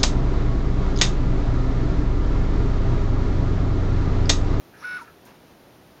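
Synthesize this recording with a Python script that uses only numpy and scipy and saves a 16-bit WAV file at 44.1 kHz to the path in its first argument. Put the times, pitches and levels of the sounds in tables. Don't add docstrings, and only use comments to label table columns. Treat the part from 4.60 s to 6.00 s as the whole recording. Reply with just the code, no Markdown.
import sys
import numpy as np
from scipy import signal
from scipy.fft import rfft, irfft
from scipy.io import wavfile
from scipy.ndimage import uniform_filter1d

SR = 44100
rng = np.random.default_rng(int(sys.argv[2]) if len(sys.argv) > 2 else 0)


def unload_wav(signal):
    wavfile.write(
        sys.argv[1],
        SR,
        np.round(np.clip(np.atleast_2d(signal).T, -1, 1) * 32767).astype(np.int16),
    )


N = 61739
T = np.arange(N) / SR


def motor(speed, phase):
    # time_s, level_db
    whine_levels = [(.205, -70), (.22, -54), (.232, -44), (.24, -43), (.248, -31), (.275, -33.5), (.3, -31),
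                    (.335, -32.2), (.3745, -30.8), (.38, -43), (.395, -42), (.405, -52), (.425, -54),
                    (.434, -64), (.47, -80)]
    # multiple_of_cycle, full_speed_level_db
    gear_tones = [(18, -64), (20, -61), (24, -55.5), (25, -59), (26, -56), (32, -52.5), (36, -55.5),
                  (41, -54.5), (42, -52), (44, -57.5), (48, -63.5), (50, -56), (56, -59), (70, -61),
                  (74, -69), (84, -64)]
    # multiple_of_cycle, full_speed_level_db
    step_tones = [(99, -65), (100, -57), (101, -66), (150, -64), (199, -72), (200, -60.7), (300, -77)]

    def tone(multiple, db, flutter_db, flutter_hz):
        wave = np.sqrt(2) * np.sin(multiple * phase + 2 * np.pi * rng.random())
        return wave * undb(db + flutter_db * wander(flutter_hz))

    running = np.clip((speed - speed.min()) / (1 - speed.min()), 0, 1)
    whine = tone(multiple=28, db=curve(whine_levels), flutter_db=.8, flutter_hz=220)
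    out = room_same_level(whine, echo_db=-19)
    for multiple, db in gear_tones:
        gear = tone(multiple, db, flutter_db=2.6, flutter_hz=90)
        out += room_same_level(gear * running ** 4, echo_db=-10)
    for multiple, db in step_tones:
        whistle = tone(multiple, db, flutter_db=2.2, flutter_hz=260)
        out += room_same_level(whistle * running ** 4.5, echo_db=-8)
    return out


def gear_rattle(speed, phase):
    # pitch_hz, gain_db
    case_colour = [(400, -22), (750, -16), (950, -11), (1120, -13), (1340, 0), (1550, -4), (1900, -10),
                   (2300, -10), (2750, -13), (3100, -22), (3850, -14), (4800, -23), (5400, -17),
                   (6000, -21), (6600, -31), (11000, -31), (15000, -36)]
    # time_s, level_db
    levels = [(.115, -75), (.145, -56), (.185, -53.5), (.215, -51), (.222, -44), (.26, -43), (.375, -42.5),
              (.412, -45.5), (.432, -53), (.475, -56), (.535, -69)]
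    buzz_share = .45
    buzz = unit(sum(np.cos(k * phase + 2 * np.pi * rng.random()) for k in range(10, 130)))
    chatter = unit(rng.standard_normal(N) * (1 + .6 * np.cos(4 * phase)))
    shaken = colour(np.sqrt(buzz_share) * buzz + np.sqrt(1 - buzz_share) * chatter, case_colour)
    dull = signal.sosfiltfilt(signal.butter(2, 3000, fs=SR, output="sos"), shaken)
    treble = (shaken - dull) * speed ** 2.2
    moving = (T > levels[0][0]) & (T < levels[-1][0])
    return (dull + treble) * undb(curve(levels)) * moving


def case_rings():
    # peak_s, pitch_hz, level_db
    rings = [(.222, 946, -50), (.231, 1262, -39), (.392, 1320, -43), (.4, 2230, -52), (.412, 1345, -39.5),
             (.423, 946, -41.5)]
    rise_s = .005
    out = np.zeros(N)
    for peak_s, hz, db in rings:
        rise = np.exp(-(np.minimum(T - peak_s, 0) / rise_s) ** 2)
        wave = np.sqrt(2) * np.sin(2 * np.pi * (hz * T + rng.random()))
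        out += undb(db) * wave * rise * fade(T - peak_s, fade_s=.075)
    return out


def step_squeaks():
    # peak_s, half_length_s, pitch_hz, half_width_hz, level_db
    squeaks = [(.212, .014, 5600, 800, -54), (.205, .04, 5000, 3000, -61), (.2, .04, 10700, 1600, -64),
               (.415, .04, 5800, 3200, -61), (.422, .016, 10200, 2600, -60)]
    out = np.zeros(N)
    for peak_s, half_s, hz, width, db in squeaks:
        band = [(hz - width, -20), (hz - width / 3, 0), (hz + width / 3, 0), (hz + width, -20)]
        out += noise(band) * undb(db) * np.exp(-((T - peak_s) / half_s) ** 2)
    return out


def gear_knocks():
    # start_s, level_db
    knocks = [(.137, -46.5), (.162, -52), (.218, -48), (.473, -45)]
    # pitch_hz, gain_db, fade_s
    case_tones = [(1308, -4, .13), (1365, -6, .14), (1500, 0, .05), (1590, 0, .07), (1700, -3, .1),
                  (1900, -9, .08), (2417, -8, .08), (2750, -13, .06)]
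    rise_s = .002
    out = np.zeros(N)
    for start_s, db in knocks:
        age = np.maximum(T - start_s, 0)
        ring = sum(undb(gain_db) * np.sin(2 * np.pi * (hz * age + rng.random())) * fade(age, fade_s)
                   for hz, gain_db, fade_s in case_tones)
        out += undb(db) * ring * (1 - np.exp(-age / rise_s))
    return out


def coil_whistle():
    before = undb(-71) * (T < .125)
    after = undb(-70) * ((T >= .505) & (T < .533))
    return wavering(14480, width_hz=120) * uniform_filter1d(before + after, size=400)


def scuff():
    # pitch_hz, gain_db
    click_colour = [(1500, -20), (4000, -6), (6400, 2), (9000, -1), (15000, 0)]
    # pitch_hz, gain_db
    rub_colour = [(100, -15), (230, -1), (330, -10), (600, -8), (950, 4), (1200, -8), (1500, -1),
                  (2000, -10), (2500, -7), (3500, -15), (6000, -20), (12000, -35)]

    def swell(start_s, rise_s, fade_s, db):
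        return undb(db) * np.clip((T - start_s) / rise_s, 0, 1) * fade(T - start_s - rise_s, fade_s)

    click = noise(click_colour) * swell(start_s=.649, rise_s=.006, fade_s=.125, db=-53.6)
    rub = noise(rub_colour) * swell(start_s=.648, rise_s=.028, fade_s=.36, db=-49.6)
    boom = wavering(203, width_hz=15) * swell(start_s=.665, rise_s=.035, fade_s=.25, db=-54)
    return click + rub + boom


def background():
    # pitch_hz, gain_db
    rumble_colour = [(25, -13), (50, -6), (90, -1), (160, .3), (240, -1), (320, .3), (480, -2.7),
                     (700, -4.7), (1000, -9), (1500, -12.3), (2500, -16.3), (4000, -19.3), (6000, -23.5),
                     (7500, -33)]
    # pitch_hz, gain_db
    hiss_colour = [(3000, -20), (6000, -2), (9000, 0), (12850, -1), (13100, 3.5), (13700, 0), (16000, -2)]
    rumble = noise(rumble_colour) * undb(-51 + .4 * wander(15))
    return rumble + noise(hiss_colour) * undb(-64.4)


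def room(x, echo_db):
    t = T[:SR // 2]
    echo = rng.standard_normal(len(t)) * fade(t, fade_s=.34) * (t > .004)
    return x + undb(echo_db) * signal.fftconvolve(x, echo / np.linalg.norm(echo))[:N]


def room_same_level(x, echo_db):
    return unit(room(x, echo_db)) * np.std(x)


def undb(db):
    return 10 ** (np.asarray(db) / 20)


def unit(x):
    return x / np.sqrt(np.mean(x ** 2))


def fade(age, fade_s):
    return np.exp(-np.log(1000) * np.maximum(age, 0) / fade_s)


def curve(rows):
    return np.interp(T, *np.array(rows).T)


def colour(x, points):
    hz, db = np.array(points).T
    log_hz = np.log(np.arange(N // 2 + 1) * SR / N + 1)
    outside = np.abs(log_hz - np.clip(log_hz, np.log(hz[0]), np.log(hz[-1])))
    gain = undb(np.interp(log_hz, np.log(hz), db)) * np.exp(-2 * outside)
    return unit(irfft(rfft(x) * gain, N))


def noise(points):
    return colour(rng.standard_normal(N), points)


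def wander(rate_hz):
    hold = int(SR / rate_hz)
    steps = np.repeat(rng.standard_normal(N // hold + 2), hold)
    return unit(uniform_filter1d(steps, hold)[:N])


def wavering(hz, width_hz):
    pitch_hz = hz + width_hz / 2 * wander(width_hz)
    return np.sqrt(2) * np.sin(2 * np.pi * np.cumsum(pitch_hz) / SR)


def scene():
    # time_s, share_of_full_speed
    speed_points = [(.135, .25), (.185, .42), (.2, .55), (.22, .73), (.231, .87), (.244, 1), (.375, 1),
                    (.39, .85), (.407, .71), (.427, .635), (.47, .25)]
    full_speed_hz, wobble = 52.5, .0012
    speed = curve(speed_points)
    cycle_hz = full_speed_hz * speed * (1 + wobble * wander(120))
    phase = 2 * np.pi * np.cumsum(cycle_hz) / SR
    tones = motor(speed, phase) + case_rings()
    noises = gear_rattle(speed, phase) + step_squeaks() + gear_knocks() + coil_whistle() + scuff()
    return (tones + room(noises, echo_db=-10) + background())[None]


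def record(dry):
    notch_hz, width_hz, top_hz = 7900, 1500, 15800
    notched = signal.lfilter(*signal.iirnotch(notch_hz, notch_hz / width_hz, fs=SR), dry)
    return signal.sosfilt(signal.ellip(10, .2, 70, top_hz, fs=SR, output="sos"), notched)


dry = scene()
out = record(dry)
unload_wav(out)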